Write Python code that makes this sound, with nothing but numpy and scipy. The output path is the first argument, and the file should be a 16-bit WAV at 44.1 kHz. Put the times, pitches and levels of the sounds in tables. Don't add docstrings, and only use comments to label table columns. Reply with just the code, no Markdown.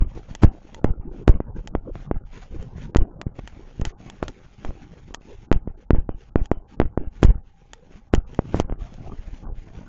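import sys
import numpy as np
from scipy import signal
from scipy.fft import rfft, irfft
from scipy.io import wavfile
from scipy.ndimage import uniform_filter1d

SR = 44100
rng = np.random.default_rng(int(sys.argv[2]) if len(sys.argv) > 2 else 0)


def waveform_to_disk(signal):
    frames = np.transpose(np.atleast_2d(signal))
    scaled = np.clip(frames, -1, 1) * 32767
    samples = np.round(scaled).astype(np.int16)
    wavfile.write(sys.argv[1], SR, samples)


N = 435708
LEAK_HZ = 30.8

# t/s, sway level/dB, skin drag level/dB
HAND_LEVELS = [(0.0, -33, -48.5), (0.58, -52.5, -46), (1.24, -35.5, -41), (2.45, -50.5, -52.5),
               (2.75, -44, -41), (3.13, -46, -42), (3.52, -43.5, -47.5), (3.93, -51, -46),
               (4.29, -54.5, -49), (5.36, -45.5, -48), (5.56, -51, -48), (6.13, -49.5, -55),
               (7.26, -47.5, -44.5), (7.49, -53.5, -56), (7.98, -59, -55.5), (8.28, -44, -42),
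               (9.66, -39.5, -50.5), (9.88, -56, -45)]
# middle t/s, length/s, skin drag level/dB, hiss level/dB
FINGER_STROKES = [ (0.168, 0.097, -44.5, -57.5), (0.311, 0.07, -46.5, -60.5), (0.752, 0.19, -50.5, -69),
                  (1.157, 0.13, -54, -62.5), (1.586, 0.067, -70, -69.5), (1.965, 0.37, -47, -70.5),
                  (2.382, 0.2, -43, -50.5), (2.58, 0.2, -40, -62), (2.817, 0.13, -50, -52.5),
                  (3.392, 0.023, -37.5, -49.5), (3.881, 0.096, -68, -50.5), (4.06, 0.17, -45, -62),
                  (4.268, 0.18, -38.5, -63), (4.678, 0.16, -49, -65), (5.103, 0.1, -46, -61.5),
                  (5.307, 0.19, -52.5, -61), (6.205, 0.12, -55, -63), (6.45, 0.058, -48, -54.5),
                  (7.198, 0.17, -50.5, -61.5), (7.949, 0.12, -50.5, -61), (8.327, 0.042, -53, -87),
                  (8.559, 0.16, -34, -50), (8.836, 0.13, -38.5, -57), (9.09, 0.14, -40.5, -75),
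                  (9.29, 0.29, -51.5, -64.5), (9.48, 0.17, -37.5, -102), (9.786, 0.084, -45, -59.5)]
# t/s, hold/s, level/dB, squeeze time/ms
FINGER_GRIPS = [ (0.005, 0.016, 4.5, 5.7), (0.4466, 0.029, -0.5, 2.2), (0.847, 0.058, 1.5, 16),
                (0.997, 0.078, -16.5, 0.88), (1.302, 0.047, -2, 2), (1.417, 0.1, -34, 6),
                (1.755, 0.025, -13.5, 1.7), (2.14, 0.027, -7, 5.2), (2.573, 0.034, -14.5, 5.6),
                (2.984, 0.033, 3, 2.1), (3.818, 0.054, -8, 1.04), (4.653, 0.037, -7.5, 8.1),
                (5.523, 0.037, 1.5, 5.5), (5.674, 0.028, -17.5, 4.9), (5.934, 0.049, 2.5, 5.5),
                (6.102, 0.043, -15, 2.1), (6.366, 0.049, 0, 11), (6.524, 0.048, -13, 4.6),
                (6.8134, 0.039, -2.5, 5.6), (6.99, 0.082, -7.5, 7.8), (7.248, 0.035, 4, 6.5),
                (7.291, 0.012, 4.5, 2.3), (7.355, 0.024, -15.5, 0.64), (8.136, 0.043, 3, 18),
                (8.614, 0.032, -10.5, 3), (8.707, 0.015, -9, 2.7)]
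# t/s, level/dB, pressure sign (+1 push, -1 pull), contact time/ms
FINGER_KNOCKS = [ (0.3136, -17.5, 1, 3.1), (0.436, 10, -1, 0.77), (0.4459, 5, -1, 1.7),
                 (0.8456, 2, -1, 0.63), (1.2795, 7.5, -1, 0.47), (1.2957, 7.5, -1, 2.53),
                 (1.404, -8, -1, 0.69), (1.7519, -4.5, -1, 0.48), (1.9553, -22, -1, 0.27),
                 (2.1132, -4.5, -1, 0.57), (2.9488, -12.5, -1, 0.19), (2.961, 4, -1, 0.78),
                 (3.2152, -15, -1, 0.086), (3.268, -10.5, 1, 1.62), (3.3921, -18.5, -1, 0.52),
                 (3.7983, -14, 1, 1.6), (3.817, -15.5, -1, 0.51), (4.2285, -6.5, -1, 0.33),
                 (4.649, -16, -1, 0.23), (4.7073, -23.5, 1, 0.49), (5.5163, 4.5, -1, 0.6),
                 (5.5271, -9.5, -1, 0.12), (5.6761, -13.5, -1, 0.94), (5.9073, 4.5, -1, 0.6),
                 (5.934, -3.5, -1, 2.3), (5.949, -11, -1, 0.74), (6.0924, -9.5, -1, 0.65),
                 (6.3587, 3, -1, 0.67), (6.5162, 1, -1, 0.51), (6.801, 4, -1, 0.5),
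                 (6.8165, -6.5, -1, 0.36), (6.9765, -3.5, -1, 0.65), (7.2306, 6.5, -1, 0.51),
                 (7.2493, 2.5, -1, 2.4), (8.1383, 6.5, -1, 0.49), (8.3914, -0.5, 1, 0.57),
                 (8.5451, -2.5, -1, 0.62), (8.6004, -1.5, -1, 0.47), (8.698, -18, 1, 0.48),
                 (8.7244, -17, 1, 0.49)]


def gain_of(db):
    return 10 ** (np.asarray(db) / 20)


def unit_rms(x):
    return x / np.sqrt(np.mean(x ** 2) + 1e-20)


def add(mix, start_s, sound):
    part = mix[max(round(start_s * SR), 0):][:len(sound)]
    part += sound[:len(part)]


def coloured(x, spectrum):
    hz, db = np.transpose(spectrum)
    f = np.fft.rfftfreq(len(x), 1 / SR)
    response = gain_of(np.interp(np.log(f + 1), np.log(hz), db))
    return unit_rms(irfft(rfft(x) * response, len(x)))


def lag(x, tau_s):
    pole = np.exp(-1 / (tau_s * SR))
    return signal.lfilter([1 - pole], [1, -pole], x)


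def low_pass(x, hz, taps):
    return signal.oaconvolve(x, signal.firwin(taps, hz, window=("kaiser", 8), fs=SR), "same")


def wander(rate_hz):
    f = np.fft.rfftfreq(N, 1 / SR)
    return unit_rms(irfft(rfft(rng.standard_normal(N)) * np.exp(-(f / rate_hz) ** 2), N))


def slips(per_s, spread_db):
    size = gain_of(spread_db * np.minimum(rng.exponential(1, N), 4))
    return size * rng.standard_normal(N) * (rng.random(N) < per_s / SR)


def patchy(x, depth_db, bins, frames):
    spectra = signal.stft(x, nperseg=1024)[2]
    field = uniform_filter1d(rng.standard_normal(spectra.shape), bins, axis=0)
    field = unit_rms(uniform_filter1d(field, frames, axis=1))
    return unit_rms(signal.istft(spectra * gain_of(depth_db * field))[1][:N])


def hand_db(column):
    columns = np.transpose(HAND_LEVELS)
    return np.interp(np.arange(N) / SR, columns[0], columns[column])


def stroke_envelope(column):
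    out = np.zeros(N)
    for row in FINGER_STROKES:
        middle_s, length_s = row[:2]
        add(out, middle_s - length_s / 2, gain_of(row[column]) * np.hanning(round(length_s * SR)))
    return out


def grip_envelope(attack_s, release_s, db_per_db=1.0):
    out, t = np.zeros(N), np.arange(SR) / SR
    for start_s, hold_s, db, _ in FINGER_GRIPS:
        shape = np.minimum(t / attack_s, 1) * np.exp(-np.maximum(t - hold_s, 0) / release_s)
        add(out, start_s, gain_of(db_per_db * db) * shape)
    return out


def night(hush_db=-53, tone_db=-70):
    # f/Hz, level/dB
    hush_spectrum = [(20, 16), (50, 11.5), (140, -5), (300, -18), (600, -23), (1100, -77.5), (3000, -53),
                     (7000, -48)]
    # f/Hz, level/dB
    tone_spectrum = [(600, -47.5), (780, 16.5), (830, 16), (885, 8), (1100, -32)]
    hush = gain_of(hush_db) * coloured(rng.standard_normal(N), hush_spectrum)
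    tone = gain_of(tone_db) * coloured(rng.standard_normal(N), tone_spectrum)
    return hush + tone


def sway(rest_db=1, stroke_db=3, grip_db=-33):
    # f/Hz, level/dB
    spectrum = [(10, -1), (28, 12), (60, 0), (120, -8.5), (200, -29), (400, -120.5)]
    level = gain_of(hand_db(column=1) + rest_db) + gain_of(stroke_db) * stroke_envelope(column=2)
    level += gain_of(grip_db) * grip_envelope(attack_s=0.09, release_s=0.04, db_per_db=0.98)
    return level * coloured(slips(per_s=150, spread_db=4), spectrum)


def rubbing(rest_db=-2, restless_db=2, grip_db=-35, uneven_db=2, ramp_s=0.022):
    # f/Hz, level/dB
    drag_spectrum = [(60, -3.5), (130, 3), (250, -3.5), (400, -10), (600, -15), (850, -18), (1500, -28.5),
                     (3000, -83)]
    # f/Hz, level/dB
    hiss_spectrum = [(300, -4), (800, -3.5), (1500, 2), (2500, 0), (3200, -2), (4000, -8), (5000, -10),
                     (6800, -7.5), (7500, -27.5)]
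    # start t/s, end t/s, level/dB
    hiss_stretches = [(0.072, 0.442, -64), (0.506, 0.8, -65), (1.163, 1.247, -65), (1.545, 1.676, -68),
                      (1.932, 2.074, -61), (2.247, 2.92, -67), (3.34, 3.84, -60.5), (3.973, 5.1, -62.5),
                      (5.197, 5.471, -62.5), (5.765, 5.857, -65), (6.203, 6.304, -67.5),
                      (6.673, 6.763, -61), (7.101, 7.25, -67), (7.428, 8.099, -69), (8.261, 8.62, -62.5),
                      (8.789, 9.449, -62.5), (9.537, 9.898, -64)]
    drag_level = gain_of(hand_db(column=2) + rest_db + restless_db * wander(rate_hz=3))
    drag_level += stroke_envelope(column=2)
    drag_level += gain_of(grip_db) * grip_envelope(attack_s=0.0035, release_s=0.014)
    hiss_level = stroke_envelope(column=3)
    for start_s, end_s, db in hiss_stretches:
        t = np.arange(0, end_s - start_s, 1 / SR)
        add(hiss_level, start_s, gain_of(db) * np.minimum(np.minimum(t, t[::-1]) / ramp_s, 1))
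    drag = coloured(slips(per_s=900, spread_db=2.5), drag_spectrum)
    drag = patchy(drag, depth_db=5, bins=4, frames=4)
    hiss = coloured(slips(per_s=6000, spread_db=-1.7), hiss_spectrum)
    hiss = patchy(hiss, depth_db=2, bins=10, frames=5)
    pressure = gain_of(uneven_db * wander(rate_hz=22))
    return pressure * (drag_level * drag + hiss_level * hiss)


def pump(push_ms):
    age = np.arange(SR // 5) / SR * 1000 / push_ms
    flow = age ** 1.2 * np.exp(-age)
    return signal.lfilter([1], [1, -np.exp(-2 * np.pi * LEAK_HZ / SR)], flow / flow.sum())


def grips(release_ms=1.56, release_share=0.71):
    out = np.zeros(N)
    for start_s, hold_s, db, squeeze_ms in FINGER_GRIPS:
        add(out, start_s, gain_of(db) * pump(squeeze_ms))
        add(out, start_s + hold_s, -release_share * gain_of(db) * pump(release_ms))
    return out


def creaks(knock_db=-44, grip_db=-45, lead_s=0.00037, settle_s=0.02):
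    # f/Hz, level/dB
    spectrum = [(60, -9), (200, 12.5), (500, 6.5), (900, -8.5), (1600, -5.5), (3000, -15), (4000, -54),
                (7000, -58.5)]
    press, t = np.zeros(N), np.arange(SR // 6) / SR
    shape = np.minimum(t / lead_s, 1) * np.exp(-t / settle_s)
    for start_s, db, *_ in FINGER_KNOCKS:
        add(press, start_s - lead_s, gain_of(db / 2) * shape)
    held = grip_envelope(attack_s=0.0023, release_s=0.019)
    level = gain_of(knock_db) * press + gain_of(grip_db) * held
    rasp = coloured(slips(per_s=1200, spread_db=-1.5), spectrum)
    return level * patchy(rasp, depth_db=4.5, bins=7, frames=9)


def contact(t, width_s, edge=0.21, give=0.35):
    touch = np.exp(-0.5 * (t / (edge * width_s) + 3) ** 2)
    force = lag(lag(touch, give * width_s), width_s)
    return force / force.max()


def case_ring(t, detune=0.06, vary_db=4):
    # f/Hz, level/dB, t60/s
    modes = [(906, -18, 0.034), (1370, -25.5, 0.026), (1962, -13.5, 0.016), (3260, -9, 0.0086),
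             (4050, -20.5, 0.0025), (6740, -7.5, 0.0037)]
    out, age_s = np.zeros(len(t)), np.maximum(t, 0)
    for hz, db, t60_s in modes:
        shift, weight = rng.uniform(-1, 1, 2)
        envelope = gain_of(db + vary_db * weight - 60 * age_s / t60_s)
        out += envelope * np.sin(2 * np.pi * hz * (1 + detune * shift) * age_s)
    return out


def knocks(rebound_share=0.2, rebound_s=0.002966, rebound_stretch=2.12, ring_db=-8, muffle=0.37):
    out, t = np.zeros(N), np.arange(-SR // 200, SR // 40) / SR
    for start_s, db, sign, contact_ms in FINGER_KNOCKS:
        width_s = contact_ms / 1000
        force = contact(t, width_s)
        if sign < 0:
            force += rebound_share * contact(t - rebound_s, width_s * rebound_stretch)
        ring = gain_of(ring_db) * lag(lag(case_ring(t), muffle * width_s), muffle * width_s)
        add(out, start_s + t[0], sign * gain_of(db) * (force + ring))
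    return out - lag(out, 1 / (2 * np.pi * LEAK_HZ))


def clicks(strain_s=0.0009, snap_s=0.00005, chatter_db=-18, chatter_t60_s=0.034):
    # t/s, level/dB
    snaps = [ (0.3513, -20.5), (0.746, -25), (0.844, -24), (1.6746, -22.5), (2.627, -37), (2.9688, -14.5),
             (3.2175, -32.5), (3.4758, -25), (3.8143, -27), (3.8523, -12.5), (4.1, -25.5), (4.2822, -18),
             (4.6512, -33), (5.1414, -34), (5.1457, -15.5), (5.5289, -27), (6.4577, -30.5), (6.516, -29),
             (7.235, -14.5), (7.7343, -24), (8.1493, -15), (8.347, -33.5), (8.5997, -13.5), (8.9407, -36)]
    out, t = np.zeros(N), np.arange(-SR // 200, SR // 25) / SR
    build = np.exp(np.minimum(t, 0) / strain_s)
    decay = gain_of(chatter_db - 60 * np.maximum(t, 0) / chatter_t60_s)
    snap = np.exp(-(t / snap_s) ** 2)
    for start_s, db in snaps:
        chatter = build * decay * rng.standard_normal(len(t))
        add(out, start_s + t[0], gain_of(db) * (snap + chatter + case_ring(t)))
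    return out


def scuffs():
    # t/s, length/s, level/dB
    skids = [(0.416, 0.044, -21), (0.843, 0.036, -72), (1.272, 0.04, -26.5), (3.852, 0.021, -31.5),
             (4.223, 0.021, -30), (5.519, 0.016, -35), (7.219, 0.045, -23), (8.125, 0.025, -36),
             (8.535, 0.094, -30.5)]
    # f/Hz, level/dB
    spectrum = [(60, 1.5), (150, 9), (350, -4), (900, -11.5), (1800, -17.5), (3200, -28), (7000, -31.5)]
    press = np.zeros(N)
    for start_s, length_s, db in skids:
        add(press, start_s, gain_of(db) * signal.windows.tukey(round(length_s * SR), 0.5))
    return press * coloured(slips(per_s=2000, spread_db=2.5), spectrum)


def judders(jitter=0.2, overtone=0.075):
    # t/s, length/s, f/Hz, rms level/dB
    bursts = [(1.448, 0.068, 187, -46), (1.852, 0.07, 319, -37.5), (2.529, 0.054, 275, -43),
              (2.652, 0.038, 130, -38), (5.264, 0.11, 389.6, -48.5)]
    out, drift = np.zeros(N), wander(rate_hz=104)
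    for start_s, length_s, hz, db in bursts:
        count = round(length_s * SR)
        pitch_hz = hz * (1 + jitter * drift[round(start_s * SR):][:count])
        phase = 2 * np.pi * np.cumsum(pitch_hz) / SR
        tone = np.sin(phase) + overtone * np.sin(2 * phase)
        add(out, start_s, gain_of(db) * unit_rms(np.hanning(count) * tone))
    return out


def scene():
    blows = knocks() + creaks() + grips() + clicks()
    return (blows + scuffs() + judders() + sway() + rubbing() + night())[None]


def record(dry, band_hz=7700, knee_order=12, edge_hz=17000):
    heard = low_pass(dry[0], band_hz, taps=151)
    squashed = heard / (1 + abs(heard) ** knee_order) ** (1 / knee_order)
    return low_pass(squashed, edge_hz, taps=255)[None]


dry = scene()
out = record(dry)
waveform_to_disk(out)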